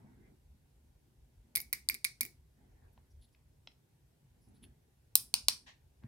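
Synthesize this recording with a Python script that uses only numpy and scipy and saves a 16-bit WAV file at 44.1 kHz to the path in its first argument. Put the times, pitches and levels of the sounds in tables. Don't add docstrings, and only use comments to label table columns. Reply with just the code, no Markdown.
import sys
import numpy as np
from scipy import signal
from scipy.fft import rfft, irfft, next_fast_len
from scipy.io import wavfile
from scipy.ndimage import uniform_filter1d

SR = 44100
rng = np.random.default_rng(int(sys.argv[2]) if len(sys.argv) > 2 else 0)


def to_linear_factor(level_db):
    exponent = np.asarray(level_db, float) / 20
    return 10 ** exponent


def to_wav(s):
    ch = np.atleast_2d(s).T
    pcm = np.round(np.clip(ch, -1, 1) * 32767)
    wavfile.write(sys.argv[1], SR, pcm.astype(np.int16))


N = 267687


def evened(x):
    return x / np.sqrt(np.mean(x ** 2) + 1e-20)


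def read(points, hz):
    f, value = np.transpose(points)
    return np.interp(np.log(hz + 1), np.log(f + 1), value)


def add(mix, s, sound):
    part = mix[round(s * SR):][:len(sound)]
    part += sound[:len(part)]


def resonate(x, hz, width_hz):
    r = np.exp(-np.pi * width_hz / SR)
    b = [(1 - r * r) / 2, 0, -(1 - r * r) / 2]
    return signal.lfilter(b, [1, -2 * r * np.cos(2 * np.pi * hz / SR), r * r], x)


# start in seconds, clink level in dB, shell ring level in dB,
# brightness in dB, which raises the top clink group and lowers the bottom one.
TAP_EVENTS = [(1.5524, -32.5, -46, 1), (1.5579, -29, -57.5, 2), (1.5694, -39, -46.5, 3.5),
              (1.5764, -44, -54, 9), (1.6018, -44, -54, 4), (1.7275, -30, -44.5, 5.5),
              (1.7324, -36.5, -45.5, -2), (1.8871, -30, -51.5, -2.5), (1.8974, -38, -43.5, 7.5),
              (1.9425, -43.5, -63.5, 0.5), (1.9474, -52, -56, 3.5), (2.0433, -34, -66, -3),
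              (2.0474, -33, -41.5, -1.5), (2.2079, -29.5, -43.5, 4.5), (2.2114, -36, -42, 5.5),
              (2.2305, -48.5, -55.5, 6), (2.2503, -48.5, -54.5, 6), (2.2614, -58.5, -67, 9)]
# frequency in Hz, level in dB within its group, t60 in seconds.
CYLINDER_MODES = [
    [(2070, -1, .025), (2160, 5, .03), (2250, 8.5, .035), (2370, 4, .028), (950, -15, .01)],
    [(4450, 2, .012), (4750, 2, .015), (5300, 1, .012), (6200, -3, .01)],
    [(8900, 2, .006), (9600, 5, .008), (10500, 2, .006)],
    [(11800, 2, .007), (13600, 5, .007), (15500, -4, .008)],
]
# frequency in Hz, level in dB against the mode groups.
TAP_CONTACT_COLOUR = [(300, -26), (1200, -11.5), (2200, 4.5), (2900, -4.5), (3700, 18), (4700, 20.5),
                      (7000, 10.5), (9500, 11), (13000, 16.5), (16000, 11.5)]


def taps():
    return blows(TAP_EVENTS, CYLINDER_MODES, TAP_CONTACT_COLOUR, contact_s=0.00016, spread_db=4.0,
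                 crack_t60=0.0053, middle_db=4.5, spill_db=-9.5)


# start in seconds, clink level in dB, body level in dB,
# brightness in dB, which raises the top clink group and lowers the bottom one.
KNOCK_EVENTS = [(5.1531, -16, -29.5, 5), (5.3391, -23.5, -27.5, -5.5), (5.4828, -21.5, -21.5, -4.5)]
# frequency in Hz, level in dB within its group, t60 in seconds.
HOUSING_MODES = [
    [(783, -17, 0.013), (1031, 2.5, 0.0065), (1478, -4, 0.01), (2446, 5, 0.0079), (2904, 4, 0.01)],
    [(4267, 17, 0.0031), (5000, -3, 0.0067), (5816, 6, 0.0061)],
    [(8990, 7, 0.0066), (10400, -14.5, 0.01), (9240, -3, 0.0025)],
    [(11390, -1.5, 0.0039), (13340, 7, 0.00097), (14330, -1.5, 0.0055), (15000, -2.5, 0.005)],
]
# frequency in Hz, level in dB against the mode groups.
KNOCK_CONTACT_COLOUR = [(400, -22), (1000, -12), (1800, -19), (2600, 8.5), (4000, 24.5), (7000, 10),
                        (12000, 21), (16000, 13)]


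def knocks():
    return blows(KNOCK_EVENTS, HOUSING_MODES, KNOCK_CONTACT_COLOUR, contact_s=.0005, spread_db=0.5,
                 crack_t60=0.0057, middle_db=6, spill_db=-6.5)


FLIGHT_S = 0.00093


def blows(events, modes, crack, contact_s, spread_db, crack_t60, middle_db, spill_db):
    near, around, t = np.zeros(N), np.zeros(N), np.arange(4096) / SR
    sizes = [len(group) for group in modes]
    chance = rng.standard_normal((len(events), 3, sum(sizes)))
    grit = rng.standard_normal((len(events), len(t))) * to_linear_factor(-60 * t / crack_t60)
    hz, db, t60 = np.transpose([mode for group in modes for mode in group])[..., None]
    centres = [np.mean(group, axis=0)[0] for group in modes]
    bins = np.fft.rfftfreq(len(t), 1 / SR)
    rise = 1 - np.exp(-(t / contact_s) ** 2)
    for (s, clink_db, body_db, bright_db), (louder, detune, phase), noise in zip(events, chance[..., None], grit):
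        groups_db = body_db, clink_db - bright_db, clink_db + middle_db, clink_db + bright_db
        level_db = np.repeat(groups_db, sizes)[:, None] + db + spread_db * louder
        swing = np.sin(2 * np.pi * hz * (1 + .01 * detune) * t + phase)
        rings = to_linear_factor(level_db - 60 * t / t60) * swing

        colour_db = read(crack, bins) + read(list(zip(centres, groups_db))[1:], bins)
        log_gain = np.log(to_linear_factor(np.r_[colour_db, colour_db[-2:0:-1]]))
        colour = np.exp(np.conj(signal.hilbert(log_gain)))[:len(bins)]
        burst = rise * noise
        contact = irfft(rfft(burst) * colour)
        add(near, s + FLIGHT_S, rise * rings.sum(0) + contact)

        even = np.linalg.norm(burst) * irfft(colour)
        body, clinks = rings[:sizes[0]].sum(0), rings[sizes[0]:].sum(0)
        spread = body + to_linear_factor(spill_db) * clinks
        add(around, s + FLIGHT_S, rise * spread + even)
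    return near, around


STROKE_S, STROKE_DB = 5.659, -56
STROKE_RISE_S, STROKE_HOLD_S, STROKE_T60 = .009, .035, .22
# frequency in Hz, relative level in dB per Hz.
SCRAPE_COLOUR = [(290, -50), (500, -24), (980, -16.5), (1430, -27), (1800, -6.5), (2300, -19),
                 (2690, -14.5), (4620, -19), (5130, -26), (5540, -19.5), (11000, -47), (14300, -65),
                 (22000, -120)]


def stroke():
    t = np.maximum(np.arange(N) / SR - STROKE_S, 0)
    rise = 1 - np.exp(-(t / STROKE_RISE_S) ** 2)
    fall = to_linear_factor(STROKE_DB - 60 * np.maximum(t - STROKE_HOLD_S, 0) / STROKE_T60)
    return rise * fall * diffuse(lambda hz: to_linear_factor(read(SCRAPE_COLOUR, hz)), patchy_db=1.5)


# start in seconds, crackle peak in dB, centre in Hz,
# dull knock in dB against that peak.
TICK_EVENTS = [(2.977, -65, 2750, 9), (3.348, -59, 2810, -30), (3.673, -39.5, 3190, -13.5),
               (3.718, -61.5, 2980, -12), (4.561, -76, 3900, -8.5), (4.639, -55, 2870, -18),
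               (6.036, -68, 2496, 10.5)]
TICK_WIDTH_HZ = 2500


def ticks():
    out, t = np.zeros(N), np.arange(800) / SR
    dull = signal.butter(5, 4600, fs=SR, output="sos")
    noises = rng.standard_normal((len(TICK_EVENTS), len(t)))
    for (s, peak_db, hz, knock_db), noise in zip(TICK_EVENTS, noises):
        burst = signal.sosfilt(dull, noise * to_linear_factor(-60 * t / .014))
        crackle = resonate(burst, hz, TICK_WIDTH_HZ)
        knock = resonate(burst, 820, 500)
        tick = crackle / abs(crackle).max() + to_linear_factor(knock_db) * knock / abs(knock).max()
        add(out, s, to_linear_factor(peak_db) * tick)
    return out


# start in seconds, length in seconds, spring hiss in dB, grit centre in Hz,
# grit in dB (both rms before the fades).
SLIDE_EVENTS = [(1.561, 0.0079, -59, 13660, -34.5), (1.597, .015, -56, 14000, -51),
                (1.609, 0.012, -49, 12780, -43.5), (2.924, 0.022, -86.5, 12240, -80),
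                (3.097, 0.035, -85.5, 5400, -82), (3.206, 0.061, -75, 3670, -75),
                (3.28, .018, -87.5, 3460, -84), (3.318, 0.032, -86.5, 5000, -84.5),
                (4.397, 0.095, -83, 5200, -87), (4.476, 0.03, -81, 6450, -93),
                (4.533, 0.063, -80.5, 3900, -82.5), (4.619, 0.044, -64.5, 2980, -68)]
SPRING_HZ, SPRING_WIDTH_HZ, GRIT_WIDTH_HZ = 10360, 1150, 1500


def slides():
    out, count = np.zeros(N), len(SLIDE_EVENTS)
    grit = rng.standard_normal((count, 6000))
    grit *= to_linear_factor(2.05 * rng.exponential(1, (count, 150))).repeat(40, 1)
    for (s, length, spring_db, grit_hz, grit_db), slips in zip(SLIDE_EVENTS, grit):
        slips = slips[:round(length * SR)]
        fades = signal.windows.tukey(len(slips), .7)
        for hz, db, width_hz in (SPRING_HZ, spring_db, SPRING_WIDTH_HZ), (grit_hz, grit_db, GRIT_WIDTH_HZ):
            band = resonate(resonate(slips, hz, width_hz), hz, width_hz)
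            add(out, s, to_linear_factor(db) * evened(band) * fades)
    return out


# frequency in Hz, relative lag of the left port.
TAP_PORT_TABLES = ([(60, 7), (150, 0.5), (380, -12), (950, 4.5), (2380, -15.5), (5980, 5), (15000, 2)],
                   [(300, 0.6), (1000, 1.3), (1600, 0.2), (2500, 0.24), (4500, 0.028), (7000, 0.051),
                   (10000, 0.027)])
KNOCK_PORT_TABLES = ([(60, -5), (150, -15), (380, -20.5), (950, -10.5), (2380, 1), (5980, -2), (15000, 3)],
                     [(300, 0.17), (1000, 0.97), (1600, 0.97), (2500, 0.029), (4500, 0.013), (7000, 0.022),
                     (10000, 0.098)])
IN_STEP_HZ = 11900


def ports(x, balance, lag, count):
    size = next_fast_len(N + 4096)
    hz = np.fft.rfftfreq(size, 1 / SR)
    turns = np.cumsum(abs(read(lag, hz)) * (hz < IN_STEP_HZ))
    half = to_linear_factor(read(balance, hz) / 2)
    left = half * np.exp(-2j * np.pi * count * turns / turns[-1])
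    return irfft(rfft(x, size) * np.array([left, 1 / half]), size)[:, :N]


# delay in seconds, level in dB.
REFLECTIONS = [(.0023, -15.5), (.0044, -18), (.0065, -26.5), (0.0115, -23), (0.0196, -26)]


def echoes(x):
    response = np.zeros(2000)
    response[0] = 1
    for (delay, db), noise in zip(REFLECTIONS, rng.standard_normal((len(REFLECTIONS), 600))):
        smear = noise * np.exp(-np.arange(600) / SR / (0.1 * delay))
        add(response, delay, to_linear_factor(db) * smear / np.linalg.norm(smear))
    return signal.oaconvolve(x, response)[:N]


# frequency in Hz, t60 in seconds.
ROOM_DECAY = [(500, 0.38), (1300, 0.22), (3500, 0.23), (9000, 0.25), (15000, .17)]
# frequency in Hz, level in dB.
TAIL_COLOUR = [(400, -12), (1500, -7.5), (2300, -6.5), (3300, -14), (4200, -9), (5000, -4), (6000, -6.5),
               (7200, -10.5), (9300, -10.5), (12000, -17), (15500, -12.5)]


def room(x):
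    hz, t = np.fft.rfftfreq(128, 1 / SR), np.arange(700) * 32 / SR
    a, b, c, d = rng.standard_normal((len(t), len(hz), 4)).T
    z = alike_pair(hz, a + 1j * b, c + 1j * d)
    decay = to_linear_factor(-60 * t / read(ROOM_DECAY, hz)[:, None])
    decay *= to_linear_factor(read(TAIL_COLOUR, hz)[:, None]) / np.linalg.norm(decay, axis=1, keepdims=True)
    flat = signal.istft(z, nperseg=128, noverlap=96)[1]
    tail = signal.istft(z * decay, nperseg=128, noverlap=96)[1] / np.sqrt(32 * np.mean(flat ** 2))
    tail *= 1 - np.exp(-(np.arange(tail.shape[1]) / SR / .004) ** 2)
    return signal.oaconvolve(x[None], tail, axes=1)[:, :N]


# frequency in Hz, width in Hz, relative level in dB.
DESK_MODES = [(115.5, 42, -1), (225, 56, 0), (370, 110, -7.5), (800, 300, -17.5), (1830, 870, -26.5)]
THUD_S, THUD_DB = 6.037, -21


def desk():
    def colour(hz):
        return sum(to_linear_factor(db) / np.sqrt(1 + (2 * (hz - f) / w) ** 4) for f, w, db in DESK_MODES)

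    drag = diffuse(colour, patchy_db=4.0)
    out, t = np.zeros(N), np.arange(4000) / SR
    ring = sum(to_linear_factor(db) * np.exp(-np.pi * w * t) * np.sin(2 * np.pi * f * t) for f, w, db in DESK_MODES)
    add(out, THUD_S, to_linear_factor(THUD_DB) * ring * (1 - np.exp(-(t / 0.016) ** 2)))
    jolt = ring * (1 - np.exp(-t / 0.0035))
    for events, through_db in (TAP_EVENTS, -20), (KNOCK_EVENTS, -31):
        for s, clink_db, *_ in events:
            add(out, s, to_linear_factor(clink_db + through_db) * jolt)
    return drag * arm() + out


# start in seconds, hold in seconds, level in dB.
ARM_DRAGS = [(-.03, 0.29, -62.5), (1.426, 0.0098, -71.5), (1.534, 0.013, -57.5), (1.716, 0.032, -72.5),
             (1.872, 0.035, -66.5), (2.199, 0.017, -59.5), (2.553, 0.25, -68), (2.8, 0.044, -65.5),
             (2.949, .015, -67), (4.45, .1, -66.5), (4.599, 0.052, -66), (5.144, 0.012, -62.5),
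             (5.317, 0.013, -59), (5.46, 0.012, -65), (6.005, .06, -57.5)]
ARM_RISE_S, ARM_T60, ARM_REST_DB = .025, .35, -79


def arm():
    t, power = np.arange(N) / SR, to_linear_factor(ARM_REST_DB) ** 2
    for s, hold_s, db in ARM_DRAGS:
        rise = np.clip((t - s) / ARM_RISE_S, 0, 1) ** 2
        fall = to_linear_factor(db - 60 * np.maximum(t - s - ARM_RISE_S - hold_s, 0) / ARM_T60)
        power = power + (rise * fall) ** 2
    return np.sqrt(power)


# frequency in Hz, relative level in dB per Hz.
HUM_COLOUR = [(59, -36), (100, -9), (135, 0.5), (190, -22.5), (220, -16), (338, -20.5), (392, -19.5),
              (655, -25), (865, -26.5), (1300, -34.5), (1440, -31), (2030, -32.5), (12000, -38),
              (15100, -42), (16500, -49)]
HUM_DB = -71


def hum():
    return to_linear_factor(HUM_DB) * diffuse(lambda hz: to_linear_factor(read(HUM_COLOUR, hz)), patchy_db=1.25)


# time in seconds, level in dB.
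RUMBLE_LEVEL = [(0.0, -61), (1.2, -69), (1.5, -66), (2.5, -66), (2.72, -65.5), (3.03, -66.5), (3.6, -61.5),
                (3.75, -76), (4.36, -67.5), (4.65, -60), (4.97, -76), (5.39, -60), (5.68, -70), (6.07, -63)]
# frequency in Hz, relative level in dB per Hz.
RUMBLE_SPECTRUM = [(12, -51), (20, -35.5), (30, -13.5), (54, 1), (70, 5), (110, -19), (140, -41.5),
                   (240, -120)]


def rumble():
    noise = diffuse(lambda hz: to_linear_factor(read(RUMBLE_SPECTRUM, hz)), patchy_db=3.5)
    return played(RUMBLE_LEVEL) * noise


def played(curve):
    s, db = np.transpose(curve)
    return to_linear_factor(np.interp(np.arange(N) / SR, s, db, left=-200, right=-200))


BASS_LAG_S = .0003


def diffuse(colour, patchy_db):
    frames, hz = N // 512 + 5, np.fft.rfftfreq(2048, 1 / SR)
    a, b, c, d, patches = rng.standard_normal((frames, len(hz), 5)).T
    patches = evened(uniform_filter1d(uniform_filter1d(patches, size=12, axis=0), size=6, axis=1))
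    z = alike_pair(hz, a + 1j * b, c + 1j * d)
    z[0] *= np.exp(-2j * np.pi * hz * BASS_LAG_S * (hz < 2000))[:, None]
    z = z * colour(hz)[:, None] * to_linear_factor(patchy_db * patches)
    return evened(signal.istft(z, nperseg=2048, noverlap=1536)[1][:, :N])


# frequency in Hz, left-right correlation from 0 to 1.
PORT_LIKENESS = [(60, 0.99), (130, 0.92), (290, 0.76), (640, 0.033), (3000, 0.019), (7000, 0.15), (9500, 1),
                 (10500, 0.8), (11500, 0.995)]


def alike_pair(hz, left, other):
    same = np.clip(read(PORT_LIKENESS, hz), -1, 1)[:, None]
    return np.array([left, same * left + np.sqrt(1 - same ** 2) * other])


def scene():
    near_taps, taps_around = taps()
    near_knocks, knocks_around = knocks()
    small = ticks() + slides()
    near = ports(echoes(near_taps), *TAP_PORT_TABLES, count=2)
    near = near + ports(echoes(near_knocks), *KNOCK_PORT_TABLES, count=1) + echoes(small)
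    tails = room(taps_around) + room(knocks_around + small)
    background = hum() + rumble()
    return near + tails + stroke() + background + desk()


def low_pass(x):
    return signal.sosfilt(signal.butter(12, 17140, fs=SR, output="sos"), x)


def record(dry):
    rounded = .9 * np.tanh(dry / .9)
    top = signal.butter(10, 16000, fs=SR, output="sos")
    bottom = signal.butter(3, 34, "high", fs=SR, output="sos")
    mix = signal.sosfilt(np.r_[top, bottom], rounded)
    return low_pass(mix)


dry = scene()
out = record(dry)
to_wav(out)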